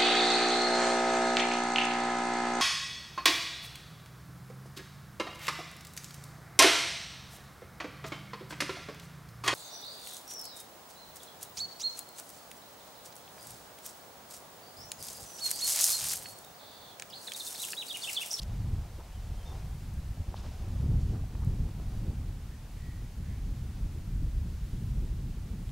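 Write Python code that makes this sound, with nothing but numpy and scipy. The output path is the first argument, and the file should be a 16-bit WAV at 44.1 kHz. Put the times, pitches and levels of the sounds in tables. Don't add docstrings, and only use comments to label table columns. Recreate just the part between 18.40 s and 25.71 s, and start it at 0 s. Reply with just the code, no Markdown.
import sys
import numpy as np
from scipy import signal
from scipy.fft import rfft, irfft, next_fast_len
from scipy.io import wavfile
from scipy.ndimage import uniform_filter1d

SR = 44100
rng = np.random.default_rng(int(sys.argv[2]) if len(sys.argv) > 2 else 0)


def log_audio(samples):
    frames = np.atleast_2d(samples).T
    limited = np.clip(frames, -1, 1)
    pcm = np.round(limited * 32767).astype(np.int16)
    wavfile.write(sys.argv[1], SR, pcm)


def natural_amplitude(level_db):
    exponent = np.asarray(level_db, float) / 20
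    return 10 ** exponent


N = 322371
TIME = np.arange(N) / SR


def level(x, db):
    return x * natural_amplitude(db) / np.sqrt(np.mean(x ** 2))


def colour(x, points):
    hz, db = np.transpose(points)
    size = next_fast_len(len(x))
    freq = np.maximum(np.fft.rfftfreq(size, 1 / SR), 1)
    gain = natural_amplitude(np.interp(np.log(freq), np.log(hz), db))
    return irfft(rfft(x, size) * gain, size)[:len(x)]


def band(x, hz, width):
    edges = np.clip([hz - width / 2, hz + width / 2], 20, 0.45 * SR)
    return signal.sosfilt(signal.butter(2, edges, "bandpass", fs=SR, output="sos"), x)


def walk(rate):
    hold = int(SR / rate)
    steps = np.repeat(rng.standard_normal(N // hold + 1), hold)
    steps = uniform_filter1d(uniform_filter1d(steps, hold), hold)[:N]
    return steps / steps.std()


def even(x, span_s):
    span = int(span_s * SR)
    power = uniform_filter1d(uniform_filter1d(x ** 2, span), span)
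    return x / np.sqrt(power + 1e-18)


def curves(table):
    s, *columns = np.transpose(table)
    return [np.interp(TIME, s, column) for column in columns]


def add(out, start_s, piece):
    at = int(start_s * SR)
    out[at:at + len(piece)] += piece[:N - at]


def fibres(spread_db):
    return rng.standard_normal(N) * natural_amplitude(spread_db * rng.exponential(size=N))


def wind():
    # (time [s], wind strength [dB], share of small eddies [dB])
    gusts = [(0.0, -39.5, -3), (0.35, -34, -4), (0.65, -46.5, -5.5), (0.89, -37, -2), (2.32, -36.5, -1),
             (2.5, -29, 5), (2.89, -35.5, -1), (3.09, -32, 2.5), (3.36, -35.5, -2), (3.7, -33.5, 1.5),
             (4.17, -42.5, -0.5), (5.48, -32.5, 1), (5.6, -42, 1.5), (5.84, -31.5, -1), (6.19, -33.5, -4),
             (6.6, -33, 2), (6.94, -36.5, 2.5), (7.31, -38.5, 2)]
    # (frequency [Hz], density [dB per Hz])
    wind_spectrum = [(8.8, -38), (15, -5), (38, 5.5), (75, 0.5), (140, -10), (380, -32.5), (700, -51),
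                     (910, -51), (1540, -120)]
    # (middle [s], length [s], large eddies [dB], smaller eddies [dB])
    lulls = [(0.267, 0.29, 0, 8.5), (1.05, 0.19, -3.5, -8), (1.3, .15, -1, -1), (1.444, 0.13, -6, -0.5),
             (1.66, 0.056, -2, -3), (1.78, 0.11, -1.5, 3), (1.994, 0.068, -5.5, -6),
             (2.162, 0.069, -6, -10), (2.75, .1, -6, 4), (2.918, 0.093, -7, -5), (3.37, 0.062, -8, 0),
             (3.665, 0.094, -2, 2), (3.74, 0.05, -11, -1), (4.05, 0.091, 0, -2), (4.28, 0.11, -4.5, -3),
             (4.49, 0.073, -1.5, 5.5), (4.735, 0.072, -7, -8), (4.85, .12, -5, 4.5), (5.022, .1, 1.5, -4.5),
             (5.327, 0.16, -7.5, -6.5), (5.447, 0.089, 3.5, -5.5), (5.69, .1, 3, 3), (5.927, 0.069, -4, -7),
             (6.16, 0.15, -5.5, -4), (6.306, 0.061, -6, -4), (6.452, 0.13, -3.5, 2.5),
             (6.602, 0.11, 1.5, -3.5), (6.704, 0.12, 1, -5.5), (6.842, .1, -0.5, 1.5), (6.967, 0.2, -1, -6)]
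    # (large to middle [Hz], middle to small [Hz])
    eddy_split_hz = (90, 200)

    gust_db, fine_db = curves(gusts)
    middle_s, length, large_db, small_db = np.transpose(lulls)[:, :, None]
    coarse = TIME[::64]
    bell = np.exp(-(2 * (coarse - middle_s) / length) ** 2)
    large_db = np.interp(TIME, coarse, (large_db * bell).sum(axis=0))
    small_db = np.interp(TIME, coarse, (small_db * bell).sum(axis=0))

    air = colour(rng.standard_normal(N) * natural_amplitude(3.2 * walk(32)), wind_spectrum)
    low, below = (signal.sosfiltfilt(signal.butter(3, hz, fs=SR, output="sos"), air) for hz in eddy_split_hz)
    large = even(low, 0.083) * natural_amplitude(-0.55 + large_db + 0.77 * walk(14))
    middle = even(below - low, 0.062) * natural_amplitude(-6 + small_db + 0.7 * fine_db + 0.5 * walk(11))
    small = even(air - below, 0.049) * natural_amplitude(-17.5 + 0.54 * small_db + fine_db + 2.0 * walk(20))
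    return natural_amplitude(gust_db) * (large + middle + small)


def cloth():
    # (time [s], level [dB])
    stir = [(0.05, -56.5), (0.76, -59.5), (1.14, -53.5), (1.4, -63), (1.67, -62), (1.97, -55.5),
            (2.56, -57.5), (2.86, -60), (3.22, -62.5), (3.55, -58), (4.07, -65.5), (4.8, -68.5),
            (5.31, -63), (5.89, -76), (7.31, -68)]
    # (time [s], level [dB])
    breeze = [(0, 1.5), (.75, 0), (1.4, 4), (1.95, -1), (2.25, 0.5), (2.9, -3), (3.55, 1), (4.05, -4),
              (4.4, 2), (4.75, -1), (5.9, -0.5), (6.5, 2), (6.9, -3), (7.31, 2.5)]
    swish_db = -5
    grass_db, leaves_db = -66.5, -68

    (stir_db,), (breeze_db,) = curves(stir), curves(breeze)
    dull = even(band(fibres(2.26), 667, 674), 0.25) * natural_amplitude(stir_db - 2.5 + 1.05 * walk(24.89))
    ring = level(band(rng.standard_normal(N), 754, 99), -10.5) * natural_amplitude(stir_db)
    swish = np.hypot(natural_amplitude(stir_db + swish_db), natural_amplitude(grass_db + breeze_db))
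    bright = level(band(fibres(1.97), 3740, 4950), -4.5) * swish * natural_amplitude(1.6 * walk(12))
    leaves = level(band(fibres(2.5), 10000, 7800), -6.0) * natural_amplitude(leaves_db + 1.5 * breeze_db + 0.6 * walk(11))
    return dull + ring + bright + leaves


def hiss():
    # (frequency [Hz], density [dB per Hz])
    shared_spectrum = [(180, -20), (300, -21), (418, -7.5), (644, -7.5), (6600, -18.5), (15100, -24),
                       (15900, -25)]
    # (frequency [Hz], density [dB per Hz])
    wide_spectrum = [(29, -71), (50, -41), (103, -8), (144, -15), (188, -9.5), (388, -0.5), (970, -1.5),
                     (2050, -4), (5780, -4.5), (12500, -7.5), (14400, -8), (15900, -34)]
    # (frequency [Hz], rms level [dB])
    whines = [(6725, -86.5), (13426, -97), (15625, -86)]

    shared = level(colour(rng.standard_normal(N), shared_spectrum), -59.5)
    for hz, db in whines:
        shared = shared + np.sqrt(2) * natural_amplitude(db) * np.sin(2 * np.pi * hz * TIME)
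    wide = level(colour(rng.standard_normal(N), wide_spectrum), -66.5)
    return shared + wide * np.array([[1], [-1]])


def puffs(table, spread_db):
    out, grit = np.zeros(N), fibres(spread_db)
    for start, length, db, hz, width in table:
        at, count = int(start * SR), int(length * SR)
        piece = band(band(grit[at:at + count], hz, width), hz, 2 * width)
        piece = level(even(piece, 0.017), db)
        add(out, start, piece * np.hanning(count)[:len(piece)])
    return out


def scuffs():
    # (start [s], length [s], level [dB], centre [Hz], width [Hz])
    brushes = [(.014, 0.024, -51.5, 6000, 5980), (.576, 0.025, -49, 380, 250), (.586, 0.04, -51, 940, 600),
               (.59, 0.042, -53, 620, 350), (.98, 0.22, -67, 5800, 1600), (1.88, 0.035, -64, 4500, 2500),
               (1.955, 0.033, -53.5, 3950, 2000), (1.965, 0.055, -59.5, 5200, 3000),
               (1.99, .012, -55, 3180, 900), (2.02, 0.067, -52.5, 780, 900),
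               (2.58, 0.071, -63.5, 5800, 3000), (2.72, 0.073, -56, 800, 900), (3.02, 0.032, -54, 800, 900),
               (1.98, 0.17, -63, 4500, 4000), (2.12, 0.27, -67, 4500, 4500)]
    return puffs(brushes, 1.7)


def taps(table):
    out, t = np.zeros(N), TIME[:SR // 20]
    contact_cycles = 0.55
    for start, db, hz, t60, crack_db in table:
        modes = np.sin(2 * np.pi * hz * t) + 0.35 * np.sin(2 * np.pi * 0.74 * hz * t)
        ring = modes * np.exp(-np.log(1000) * t / t60)
        build = 1 - np.exp(-hz * t / contact_cycles)
        crack = np.sin(2 * np.pi * 1.77 * hz * t) * np.exp(-1.6 * hz * t)
        add(out, start, natural_amplitude(db + 3.5) * ring * build + natural_amplitude(crack_db + 8.0) * crack)
    return out


def ticks():
    # (time [s], peak [dB], ring [Hz], ring t60 [s], crack of first contact [dB])
    contacts = [
        (.0186, -37, 5360, 0.0045, -46),
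        (.0293, -37, 4300, 0.0033, -50),
        (.0326, -34.5, 5000, .003, -50),
        (.0330, -35, 7000, 0.002, -38),
        (.0968, -51, 3130, 0.0053, -64),
        (7.2925, -42, 3400, .004, -58),
    ]
    return taps(contacts)


def thumps():
    # (time [s], peak [dB], size as frequency [Hz])
    pushes = [(.098, -31, 90), (2.405, -21, 95), (2.5, -21.5, 79), (2.567, -24.5, 70), (2.634, -25, 69.6),
              (3.075, -19.5, 111), (3.205, -22.5, 79), (5.76, -23, 59), (5.847, -25.5, 64),
              (5.981, -24.5, 49.4), (6.022, -25, 75)]
    out, t = np.zeros(N), TIME[:SR // 20] - 1 / 40
    for start, db, hz in pushes:
        turn = (np.pi * hz * t) ** 2
        add(out, start - 1 / 40, natural_amplitude(db + 2.0) * (1 - 2 * turn) * np.exp(-turn))
    return out


def knocks():
    # (time [s], peak [dB], ring [Hz], ring t60 [s], crack of first contact [dB])
    bumps = [(.5975, -40.5, 950, .012, -64), (.609, -43, 850, .012, -66), (1.772, -43, 726, 0.013, -60),
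             (1.9425, -26.5, 830, 0.0083, -59), (2.425, -44, 600, 0.02, -64), (2.514, -38, 577, .015, -60),
             (2.556, -41, 600, .012, -62), (2.839, -42, 660, 0.018, -62), (2.9525, -35, 1000, 0.0043, -50),
             (3.02, -46, 905, 0.021, -60), (3.29, -38, 1000, .005, -53), (3.399, -43, 650, 0.018, -50),
             (3.671, -47, 540, .012, -62)]
    return taps(bumps)


def squeaks():
    # (start [s], length [s], pitch [Hz], level [dB], rise [Hz])
    slips = [
        (.715, .026, 2960, -66.5, -30),
        (.736, .028, 2990, -67, 190),
        (.762, .027, 3000, -68, -30),
        (.94, .026, 3150, -71, 70),
        (.975, .04, 3140, -70, 110),
        (1.008, .036, 3150, -68.5, -60),
        (1.054, .042, 3540, -61.5, 120),
        (1.092, .038, 3530, -62, 70),
        (1.32, .03, 3540, -70, 70),
        (1.58, .05, 3930, -74, 100),
    ]
    edge_s, waver_db = 0.006, 1.4
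    out, waver, wobble = np.zeros(N), walk(91), walk(60.9)
    for start, length, hz, db, rise_hz in slips:
        along = np.clip((TIME - start) / length, 0, 1)
        edge = np.clip(np.minimum(along, 1 - along) * length / edge_s, 0, 1)
        pitch = (hz + rise_hz * np.sin(np.pi * along) ** 2) * (1 + 0.0036 * wobble)
        whistle = np.sin(2 * np.pi * np.cumsum(pitch) / SR)
        out += edge * natural_amplitude(db + 3.5 + waver_db * waver) * whistle
    return out


def rasps():
    # (start [s], length [s], level [dB], centre [Hz], width [Hz])
    calls = [
        (4.06, 0.14, -66.5, 1800, 450),
        (4.31, 0.42, -66, 1930, 140),
        (4.3, .3, -67, 2000, 590),
        (4.75, 0.33, -65, 1920, 700),
        (5.24, 0.11, -69, 1950, 250),
    ]
    return puffs(calls, 1.5)


def scene():
    near = wind() + thumps() + cloth() + knocks() + ticks() + scuffs() + squeaks()
    return near + rasps() + hiss()


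def top_cut(x):
    return signal.sosfilt(signal.butter(12, 16060, fs=SR, output="sos"), x)


def record(dry):
    top_hz = 15690
    cut = signal.sosfilt(signal.ellip(12, 0.2, 70, top_hz, fs=SR, output="sos"), dry)
    return top_cut(cut)


dry = scene()
out = record(dry)
log_audio(out)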